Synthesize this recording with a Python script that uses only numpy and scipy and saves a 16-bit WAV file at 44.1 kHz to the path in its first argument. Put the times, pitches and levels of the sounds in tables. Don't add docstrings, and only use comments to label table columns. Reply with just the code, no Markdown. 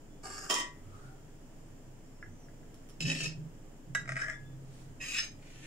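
import sys
import numpy as np
from scipy import signal
from scipy.fft import rfft, irfft, next_fast_len
from scipy.io import wavfile
from scipy.ndimage import uniform_filter1d, map_coordinates

SR = 44100
rng = np.random.default_rng(int(sys.argv[2]) if len(sys.argv) > 2 else 0)


def inscribe(sig):
    pcm = np.round(np.clip(np.atleast_2d(sig).T, -1, 1) * 32767)
    wavfile.write(sys.argv[1], SR, pcm.astype(np.int16))


def makeup_ratio(level_db):
    decades = np.asarray(level_db, float) / 20
    return 10 ** decades


N = 249606
PADDED = next_fast_len(N + SR)
HZ = np.fft.rfftfreq(PADDED, 1 / SR)
RESPONSE_N, LEAD_N = 2 ** 15, 2 ** 9
RESPONSE_HZ = np.fft.rfftfreq(RESPONSE_N, 1 / SR)
TIME_S = np.arange(N) / SR
EARS = np.array([[.5], [-.5]])
MIC_PHASE_RAD = 1.34
TOUCH_S, LIFT_S, LIFT_DULL = 0.018, 0.2, 1.11
LEAN_S, EASE_S, AWAY_DB = 0.17, 0.24, 51
BRUSH_IN_S, BRUSH_OUT_S = 0.47, 0.45

# time_s, peak_db, brightness_db
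DROP_BLOWS = [
    (0.5, -21.5, 5),
    (0.542, -31, 18.5),
]
# time_s, peak_db, brightness_db
NEAR_TAPS = [(3.0057, -23.5, -0.5), (3.0223, -28.5, -6), (3.053, -29, -8)]
RIM_TAPS = [(4.0566, -38, -3), (4.077, -35, -7), (4.0915, -23.5, -1.5), (4.1197, -27, -1),
            (4.157, -30.5, -2), (4.1661, -24.5, -5)]
FAR_TAPS = [(5.012, -37, -7), (5.0156, -30, -14)]
# time_s, peak_db, brightness_db
STRIKE_BLOWS = [(3.9491, -16.5, 3.5), (3.9533, -27, 10.5), (3.957, -30, -7)]
# time_s, peak_db, brightness_db
TICK_BLOWS = [(2.743, -53, 0), (2.889, -54, 0), (2.896, -54, 0), (2.903, -57, 0)]
# time_s, peak_db, brightness_db
JELLY_KNOCKS = [(2.2261, -37.5, -22), (2.484, -54, -12), (2.629, -59, -12)]
# time_s, peak_db, brightness_db
NEAR_CHATTER = [(3.063, -34, -11), (3.085, -29, -6), (3.1012, -25, -6), (3.107, -31, -4), (3.116, -29, -8),
                (3.128, -31, -3), (3.1499, -31.5, -3), (3.157, -30, -6), (3.205, -33, -9),
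                (3.2363, -37, -5), (3.2578, -32, 2)]
RIM_CHATTER = [(4.174, -29, -4), (4.1943, -31, -6), (4.202, -32, -7), (4.2183, -26, -9), (4.238, -37, -5),
               (4.247, -38, -5), (4.256, -37, -5), (4.263, -35, -5), (4.2832, -28, -4), (4.298, -30, 4)]
FAR_CHATTER = [(5.084, -39, -3), (5.112, -44, -2), (5.146, -31, 8), (5.153, -30, 4), (5.167, -32, 0),
               (5.1845, -22, -3), (5.2, -23, 2), (5.21, -28, 0)]
# time_s, level_db, brightness_db
DROP_RELEASE = [(.56, -19, 0)]
RIM_RELEASE = [(4.203, -39, 0), (4.3, -33, 0)]

# touch_s, length_s, touch_force_db, lift_force_db, brightness_db
SLIDE_RUB = [(.234, .26, -45.5, -44, 2.7)]
SKID_RUB = [(0.498, 0.11, -21, -38.5, 3)]
NEAR_RUB = [(3.007, 0.011, -36.5, -42, 8.4), (3.022, .015, -42, -51, 5), (3.055, 0.035, -38, -34, 2),
            (3.1, .012, -41, -44, 3.3), (3.117, 0.018, -40.5, -44.5, 6.9), (3.15, 0.011, -35, -45.5, 3.4),
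            (3.167, 0.021, -50, -49, 9.5), (3.204, 0.015, -40, -41, 1.6), (3.232, 0.024, -44.5, -41, 6.5)]
STRIKE_RUB = [(3.95, 0.049, -48, -60, 21.6), (4.01, 0.022, -55, -66, 4)]
RIM_RUB = [(4.078, 0.011, -40, -47, 2.5), (4.091, 0.014, -48, -48.5, 7.9), (4.12, .03, -55, -60, 8),
           (4.167, .015, -37, -38.5, 2.3), (4.19, 0.03, -42, -36.5, 2.5), (4.235, 0.033, -48, -49, 5),
           (4.278, 0.039, -50, -45, 6.3)]
FAR_RUB = [(5.004, .008, -44, -45, -3), (5.013, 0.026, -45, -41, 5.5), (5.082, 0.01, -44, -46, 3),
           (5.058, 0.07, -53, -40.5, 7), (5.137, 0.03, -44, -33, 2.5), (5.186, 0.025, -30, -35.5, 2)]
SOFT_RUB = [(5.44, 0.2, -60, -60.5, 2), (5.625, 0.032, -54.5, -47, -4.5)]

# freq_hz, width_hz, level_db
SLIDE_MODES = [(771, 29, 9.5), (1210, 90, 3), (1640, 180, 0), (2860, 80, -8), (4550, 35, -1),
               (5350, 150, -4), (6740, 105, -1), (7600, 64, 0.5), (9160, 130, -13)]
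DROP_MODES = [(666, 190, -14), (984, 38, 0), (1143, 30, 3.5), (1922, 12, 7), (2475, 25, 0),
              (3170, 210, -6.5), (3280, 36, -10), (3690, 15, -8), (5260, 200, -6.5), (6300, 62, -28),
              (2740, 51, -3.5), (6670, 26, -16), (8370, 120, -14)]
NEAR_MODES = [(1798, 61, -1), (1250, 134, -27), (2607, 86, 4), (3080, 100, -7), (3850, 70, -9),
              (4240, 89, -17), (4260, 50, -26), (5100, 35, -6.5), (5230, 65, -6.5), (6300, 120, -11),
              (6800, 40, -5.5), (7260, 120, -12.5), (7740, 140, -13), (9150, 130, -20)]
NEAR_END_MODES = [(1836, 90, 0), (1310, 134, -12.5), (2560, 110, 3), (2806, 24, 1.5), (3825, 70, -7.5),
                  (4300, 110, -12.5), (5010, 48, -4), (5400, 30, -2), (5330, 61, -4.5), (6200, 120, -9),
                  (6456, 50, -8), (7160, 110, -10), (7740, 140, -10.5), (9060, 82, -26)]
STRIKE_MODES = [(664, 27, -19), (1340, 24, -35), (1665, 29, 0), (1970, 23, 6), (2200, 62, -9.5),
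                (2670, 74, -12), (3827, 30, -12.5), (5120, 82, -18.5), (6060, 99, -26), (6416, 32, -16),
                (7500, 18, -15), (7920, 30, -22), (7750, 29, -31), (8650, 19, -29)]
RIM_MODES = [(640, 17, -12), (1640, 57, 2), (1923, 140, -0.5), (2100, 5.8, -7.5), (3800, 34, -23),
             (5160, 120, -19), (5480, 81, -18.5), (6250, 31, -21), (6360, 120, -19), (7340, 32, -16),
             (7830, 30, -21), (8230, 71, -20.5)]
FAR_MODES = [(1540, 18, -10), (1850, 150, -2.5), (2546, 155, 5), (3860, 44, -6), (1210, 60, -19),
             (4600, 89, -24), (5020, 45, -5), (5230, 30, -7), (6510, 64, -2.5), (7360, 50, -4),
             (8150, 76, -13), (9300, 210, -32), (10000, 220, -26)]
# freq_hz, width_hz, level_db
BITE_MODES = [(1830, 90, 0.5), (2370, 33, -6.5), (2830, 76, -2), (3910, 56, -2.5), (4160, 19, -7),
              (4540, 58, -4), (5010, 42, 2), (5310, 53, 2.5), (6360, 30, 3), (7850, 36, -6.5),
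              (8300, 45, -25), (9560, 25, -12)]
# freq_hz, width_hz, level_db
LIFT_MODES = [(1770, 51, -8), (2290, 57, -1), (3820, 39, 5), (4400, 23, -10), (4500, 30, -12),
              (4930, 37, 3), (5630, 36, -10), (6374, 58, 7.5), (7640, 51, -1), (9430, 28, -12),
              (10500, 230, -30)]
# freq_hz, width_hz, level_db
MUFFLED_MODES = [(1420, 55, -7), (1676, 35, 1.5), (2030, 44, -4)]
# freq_hz, width_hz, level_db
DROP_RING_MODES = [(984, 5.5, 2), (1132, 7, -1), (1886, 6.5, 1), (2022, 6, -2), (3090, 11, -5),
                   (2435, 10, -5)]
RIM_RING_MODES = [(1686, 36, -1), (1160, 24, -14), (2200, 370, -11)]
FAR_RING_MODES = [(3840, 12, -14), (5100, 17, 4), (6560, 15, -1)]

# freq_hz, density_db_per_hz
SLIDE_BED = [(240, -15), (400, -3), (527, -15), (738, -7.5), (2220, -15.5), (2840, -19), (3910, -24),
             (5230, -6), (6090, -18), (7440, -12), (15500, -32.5)]
DROP_BED = [(110, -64), (180, -21.5), (277, -10.5), (658, -8), (871, -19), (1150, -7.5), (1470, -13.5),
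            (1920, -7.5), (2560, -19), (3200, -4.5), (4250, -16.5), (7140, -8), (14800, -30), (16000, -21)]
NEAR_BED_DB = [(130, -66.5), (220, -2.5), (600, -13), (1000, -27), (1770, -16), (2000, -15), (2450, -7),
               (3900, -19), (5230, -8.5), (6590, -19.5), (11000, -26.5), (14500, -36.5), (15500, -45)]
STRIKE_BED = [(260, -55), (450, -25), (1000, -24), (1630, 3), (1780, -12), (1920, -11), (3040, -26),
              (3740, -36), (7610, -28), (15500, -46.5)]
RIM_BED_DB = [(260, -53), (450, -27), (633, -7), (1020, -34.5), (1180, -7), (1660, -4), (2950, -21),
              (4340, -34), (5260, -30), (7610, -22.5), (15500, -48)]
FAR_BED_DB = [(350, -58), (600, -21), (1030, -26), (1250, -10.5), (2070, -8), (2570, -4), (3240, -11.5),
              (5150, -14.5), (7540, -16), (14900, -29), (15500, -43)]
SOFT_BED_DB = [(530, -30), (900, -10), (1030, -38), (1330, -9), (2470, 1), (3890, -10.5), (7290, -8),
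               (12000, -23), (15600, -59), (22000, -120)]
# freq_hz, left_minus_right_db
PLATE_LEAN = [(60, 0), (180, -1), (550, 2.5), (1650, 1), (3500, -1.5), (5500, -3), (8500, 0.5), (13000, -1)]

# freq_hz, width_hz
COUNTER_MODES = [(99, 13), (132, 7), (156, 23.4)]
COUNTER_IDLE_DB = [-65.5, -69, -68.5]
# start_s, length_s, level_db, centre_hz
PUSHES = [(0.312, 0.058, -61, 99), (0.864, 0.089, -48, 110.4), (1.044, 0.032, -56, 132),
          (1.733, 0.25, -60.5, 132), (2.282, 0.04, -60, 99), (3.05, 0.028, -30.5, 160),
          (3.14, 0.03, -47, 160), (3.23, 0.046, -37, 152), (3.37, 0.086, -43, 152),
          (3.903, 0.13, -45.5, 143.3), (4.107, 0.056, -45.5, 132), (4.258, 0.093, -55, 130),
          (4.417, 0.07, -46.5, 120), (4.526, 0.19, -51, 132), (4.853, 0.063, -47, 120),
          (5.33, 0.058, -53, 117.4), (5.546, 0.076, -58, 132)]
# time_s, pitch_hz, level_db
BLADE_SQUEAK = [(2.05, 5250, -84), (2.22, 5230, -83), (2.28, 5800, -79), (2.34, 6180, -83),
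                (2.41, 5920, -73), (2.455, 5860, -71), (2.5, 4600, -82)]
# start_s, length_s, pitch_hz, level_db
GLASS_TONES = [(.1, 0.14, 3450, -84), (1.1, 0.055, 772, -68), (2.9, .07, 5010, -83),
               (4.34, 0.049, 3500, -74), (4.44, .11, 3500, -76)]
# start_s, length_s, hollow_db, rustle_db
BRUSHES = [
    (0.954, 0.13, -65, -63),
    (4.743, 0.082, -92, -58.5),
]
CUPPED_HZ = [1256, 1390]
# freq_hz, density_db_per_hz
HUM_SPECTRUM = [(28, -52), (48, -7), (64, -40), (82, -10.5), (136, -2), (171, -4.5), (194, -9.5), (241, -4),
                (323, -4), (371, -15), (411, -6.5), (443, -12.5), (633, -14), (747, -17.5), (1000, -20),
                (1300, -54), (2200, -120)]
# freq_hz, density_db_per_hz
AIR_SPECTRUM = [(590, -34), (1000, -0.5), (1200, -0.5), (1520, -3), (1630, -1), (2390, -6.5), (3140, -6),
                (3810, -13.5), (4260, -14.5), (5050, -8.5), (6340, -8.5), (7020, -5), (10100, -15.5),
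                (15000, -18.5)]
# freq_hz, correlation_ratio
EAR_LIKENESS = [(60, 0.64), (150, 1), (380, 0.76), (950, 0.16), (2380, 0.02), (5980, -0.16),
                (15000, -0.022)]
# freq_hz, left_minus_right_db
EAR_TILT = [(60, -9), (150, 1.3), (380, -0.5), (950, -0.5), (2380, 0), (5980, -2.5), (15000, 2)]
# freq_hz, t60_s
ROOM_DECAY = [(300, 0.3), (2000, 0.24), (6000, 0.23), (12000, 0.086)]


def unit(x):
    return x / np.sqrt(np.mean(np.abs(x) ** 2) + 1e-30)


def along(points, hz=HZ):
    f, v = np.transpose(points)
    return np.interp(np.log(hz + 1), np.log(f + 1), v)


def curves(rows, outside=-120):
    s, *cols = np.transpose(rows)
    return [np.interp(TIME_S, s, c, outside, outside) for c in cols]


def wobble(rate_hz):
    return map_coordinates(rng.standard_normal(int(N * rate_hz / SR) + 4), [np.arange(N) * rate_hz / SR])


def swell(s, length, db, end_db, attack, release):
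    knots_s = np.cumsum([s - attack, attack, length, release])
    return np.interp(TIME_S, knots_s, [db - 60, db, end_db, end_db - 60], -200, -200)


def filtered(x, response):
    return irfft(rfft(x, PADDED) * response, PADDED)[..., :N]


def mode(hz, width, turn=0, f=HZ):
    return width * (1j * f * np.cos(turn) + hz * np.sin(turn)) / (hz * hz - f * f + 1j * f * width)


def causal(db):
    cepstrum = irfft(np.log(makeup_ratio(db) + 1e-6), RESPONSE_N)
    cepstrum[1:RESPONSE_N // 2] *= 2
    cepstrum[RESPONSE_N // 2 + 1:] = 0
    return np.exp(rfft(cepstrum))


def tail(t60s, seconds):
    hz, t, z = signal.stft(rng.standard_normal((2, int(SR * seconds))), SR, nperseg=128)
    decay = makeup_ratio(-60 * t / along(t60s, hz)[:, None])
    x = signal.istft(z * decay, SR, nperseg=128)[1]
    return rfft(x / np.linalg.norm(x[0]), RESPONSE_N)


def pair(spectrum_db):
    turn = np.arccos(np.clip(along(EAR_LIKENESS), -1, 1)) / 2
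    mid, side = filtered(rng.standard_normal((2, N)), makeup_ratio(spectrum_db) * [np.cos(turn), np.sin(turn)])
    return unit(filtered(np.array([mid + side, mid - side]), makeup_ratio(EARS * along(EAR_TILT))))


def kitchen():
    hum_db = along([(18, -3.5), (33, -5.5)] + HUM_SPECTRUM[1:])
    hum = pair(np.where(HZ < 1000, hum_db, -120)) * makeup_ratio(-54 + 0.24 * wobble(3.7))
    air = pair(np.where(HZ >= 1000, along(AIR_SPECTRUM), -120)) * makeup_ratio(-64.5 + 0.7 * wobble(2.5))
    hiss = unit(filtered(rng.standard_normal((2, N)), mode(7140, 280) ** 2)) * makeup_ratio(-76.0)
    return hum + air + hiss


def brush():
    out = 0
    for s, length, hollow_db, rustle_db in BRUSHES:
        sweep = makeup_ratio(swell(s, length, 0, 0, BRUSH_IN_S, BRUSH_OUT_S))
        breeze = rng.standard_normal((2, N)) * makeup_ratio(1.2 * wobble(38.5))
        glide = np.pi / 2 * np.clip((TIME_S - s) / length, 0, 1)
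        low, high = (unit(filtered(breeze, mode(hz, 180) ** 2)) for hz in CUPPED_HZ)
        hollow = np.cos(glide) * low + np.sin(glide) * high
        rustle = pair(along([(1500, -4), (3000, -6.5), (9000, -6.5), (15000, -33)]))
        out = out + sweep * (makeup_ratio(hollow_db + 5.5) * hollow + makeup_ratio(rustle_db - 4.0) * rustle)
    return out


def squeak():
    out = 0
    tones = [(*curves(BLADE_SQUEAK), .012, 5)]
    for s, length, hz, db in GLASS_TONES:
        tones.append((hz, swell(s, length, db, db, .05, .05), .004, 4))
    for hz, db, flutter, lift_db in tones:
        phase = 2 * np.pi * np.cumsum(hz * (1 + flutter * wobble(250))) / SR
        level = np.sqrt(2) * makeup_ratio(db + lift_db + 3.4 * wobble(60))
        out = out + level * np.sin(phase + 1.47 * EARS)
    return out


def counter():
    lumps = makeup_ratio(4.3 * wobble(35))
    pushes = [(makeup_ratio(swell(s, length, db, db, LEAN_S, EASE_S)), centre) for s, length, db, centre in PUSHES]
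    modes = []
    for (hz, width), idle_db in zip(COUNTER_MODES, COUNTER_IDLE_DB):
        shake = filtered(rng.standard_normal((2, N)) * lumps, mode(hz, width) ** 2)
        envelope = abs(signal.hilbert(shake, PADDED)[:, :N])
        shake = unit(shake / envelope ** 0.61)
        push = sum(p * makeup_ratio(-AWAY_DB * abs(np.log2(hz / centre))) for p, centre in pushes)
        modes.append(shake * (makeup_ratio(idle_db) + push))
    mid, side = sum(modes) * makeup_ratio([[0], [-12]])
    return np.array([mid + side, mid - side]) * makeup_ratio(-2.4 * EARS)


def plate(modes, bed, bed_db, wet_db):
    ring = 0
    for hz, width, db in modes:
        turn = rng.uniform(0, 2 * np.pi)
        turns = np.array([[turn], [turn + MIC_PHASE_RAD * rng.choice([-1, 1])]])
        skirt = mode(hz, 0.46 * hz, 0, RESPONSE_HZ)
        ring = ring + makeup_ratio(db) * mode(hz, width, turns, RESPONSE_HZ) * skirt
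    dense = causal(along(bed, RESPONSE_HZ) + bed_db) * tail([(500, 0.053), (9000, 0.026)], .15)
    delay = np.exp(-2j * np.pi * RESPONSE_HZ * .006)
    left, right = (ring + dense) * (1 + makeup_ratio(wet_db) * tail(ROOM_DECAY, .5) * delay)
    alike = np.clip(along(EAR_LIKENESS, RESPONSE_HZ), 0, 1)
    both = np.array([left, alike * left + np.sqrt(1 - alike ** 2) * right])
    both = both * makeup_ratio(EARS * along(PLATE_LEAN, RESPONSE_HZ))
    return np.roll(irfft(both, RESPONSE_N), LEAD_N, axis=1)


def contact(rub, taps, bodies, grain_db, tap_db, touch=TOUCH_S):
    grit = unit(rng.standard_normal(N) * makeup_ratio(grain_db * wobble(300) + 1.1 * wobble(45)))
    force, hard = np.zeros((2, N))
    for s, length, db, end_db, edge_db in rub:
        force += grit * makeup_ratio(swell(s, length, db, end_db, touch, LIFT_S))
        hard += grit * makeup_ratio(edge_db + swell(s, length, db, end_db, touch, LIFT_S / LIFT_DULL))
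    for s, db, edge_db in taps:
        force[round(s * SR)] += makeup_ratio(db + tap_db)
        hard[round(s * SR)] += makeup_ratio(db + tap_db + edge_db)
    low = 1 / (1 + (HZ / 3400) ** 6)
    drive = filtered(force, low) + filtered(hard, 1 - low)
    travel_s = [rub[0][0], rub[-1][0] + rub[-1][1] + LIFT_S / 3]
    place = np.interp(TIME_S, travel_s, [0, len(bodies) - 1])
    answers = [plate(*body) for body in bodies]
    scale = np.sqrt(np.mean(np.sum(np.square(answers), axis=2)))
    out = np.zeros((2, N + RESPONSE_N))
    for k, answer in enumerate(answers):
        near = np.flatnonzero(abs(place - k) < 1)
        share = np.cos(np.pi / 2 * (place[near] - k))
        heard = signal.oaconvolve((drive[near] * share)[None], answer / scale, axes=1)
        out[:, near[0]:near[-1] + RESPONSE_N] += heard
    return out[:, LEAD_N:LEAD_N + N]


def plate_set_down():
    silent = [(0, 1, -120, -120, 0)]
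    slid = (SLIDE_MODES, SLIDE_BED, 0, -11.5)
    dropped = (DROP_MODES, DROP_BED, -4, -4)
    return (contact(SLIDE_RUB, [(.39, -29, 8.7)], [slid] * 3, 1.8, 0)
            + contact(SKID_RUB, DROP_BLOWS, [dropped] * 3, 3.0, 19.8)
            + contact(silent, DROP_RELEASE, [(DROP_RING_MODES, DROP_BED, -40, -12)], 0, 20.3))


def knife():
    silent = [(0, 1, -120, -120, 0)]
    held_modes = NEAR_MODES[2:] + [(3010, 120, -2.0)]
    held = (held_modes, NEAR_BED_DB, -6, -9)
    near = (NEAR_MODES, NEAR_BED_DB, -3, -9)
    near_end = (NEAR_END_MODES, NEAR_BED_DB, -3, -9)
    struck = (STRIKE_MODES + RIM_RING_MODES[1:2], STRIKE_BED, -3.0, -8.5)
    rim = (RIM_MODES + RIM_RING_MODES[1:], RIM_BED_DB, -5.5, -11)
    freed = (RIM_MODES + RIM_RING_MODES, RIM_BED_DB, -6.5, -11)
    far = (FAR_MODES, FAR_BED_DB, -4, -9)
    bite = (BITE_MODES, FAR_BED_DB, -8, -9)
    lift = (LIFT_MODES + FAR_RING_MODES, FAR_BED_DB, -2.5, -9)
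    soft = ([(2420, 440, -19)], SOFT_BED_DB, 0, -5.0)
    muffled = (MUFFLED_MODES, STRIKE_BED, -13, -8)
    tick_bed = [(4000, -9), (5000, -11), (11000, -8.0), (15000, -24)]
    tick = ([(5430, 47, 1), (10350, 130, -14)], tick_bed, -3, -3)
    rim_ring = ([(1680, 4.9, 0)], RIM_BED_DB, -40, -12)
    return (contact([(2.226, 0.036, -73, -63, -12)], JELLY_KNOCKS, [muffled], 2.5, 21.0)
            + contact(silent, TICK_BLOWS, [tick], 0, 21.7)
            + contact(NEAR_RUB, NEAR_TAPS + NEAR_CHATTER, [held, near, near, near_end], 2.1, 18.0)
            + contact(STRIKE_RUB, STRIKE_BLOWS, [struck] * 2, 6.1, 19.3)
            + contact(RIM_RUB, RIM_TAPS + RIM_CHATTER, [rim, freed, freed, freed], 1.9, 18.0)
            + contact(silent, RIM_RELEASE, [rim_ring], 0, 20)
            + contact(FAR_RUB, FAR_TAPS + FAR_CHATTER, [far, far, far, bite, lift], 0.67, 14.0)
            + contact(SOFT_RUB, [], [soft] * 3, 1.7, 0, touch=0.26))


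def scene():
    return kitchen() + brush() + squeak() + counter() + plate_set_down() + knife()


def starved(x):
    loud_db, masked_db, starve_hz, roof_hz, spared = -55, -30, 8400, 15100, .25
    hz, _, z = signal.stft(x, SR, nperseg=1024)
    power = uniform_filter1d(np.mean(abs(z) ** 2, axis=0), size=3, axis=1) * 4 / 3
    total = power[hz > 900].sum(axis=0)
    band = (hz // 520).astype(int)
    band_power = np.array([power[band == b].sum(axis=0) for b in range(band[-1] + 1)])
    weak = band_power < total * makeup_ratio(2 * masked_db)
    turns = unit(uniform_filter1d(rng.standard_normal(weak.shape), size=9, axis=1)) > spared
    lost = turns[band] | (hz > roof_hz)[:, None]
    drop = (total > makeup_ratio(2 * loud_db)) & weak[band] & (hz > starve_hz)[:, None] & lost
    return signal.istft(z * ~drop, SR, nperseg=1024)[1][:, :N]


def low_pass(x):
    return signal.sosfilt(signal.butter(12, 15800, fs=SR, output="sos"), x)


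def record(dry):
    turn = 2 * np.pi * np.arange(N) / 2048
    ripple = makeup_ratio(-50.5) * (np.sin(turn) + 0.036 * np.sin(2 * turn) + 0.1 * np.sin(3 * turn))
    top_db = along([(14600, -0.94), (15300, 4.0)])
    kept = filtered(dry, makeup_ratio(top_db) * np.where(HZ < 15720, 1, makeup_ratio(-25)))
    power = np.mean(filtered(kept, HZ > 900) ** 2, axis=0)
    level_db = 10 * np.log10(abs(uniform_filter1d(power, size=3000)) + 1e-12)
    duck = makeup_ratio(-.6 * np.clip(level_db + 33.5, 0, 30))
    mix = starved(duck * kept) + duck * ripple - .0002
    return low_pass(mix)


dry = scene()
out = record(dry)
inscribe(out)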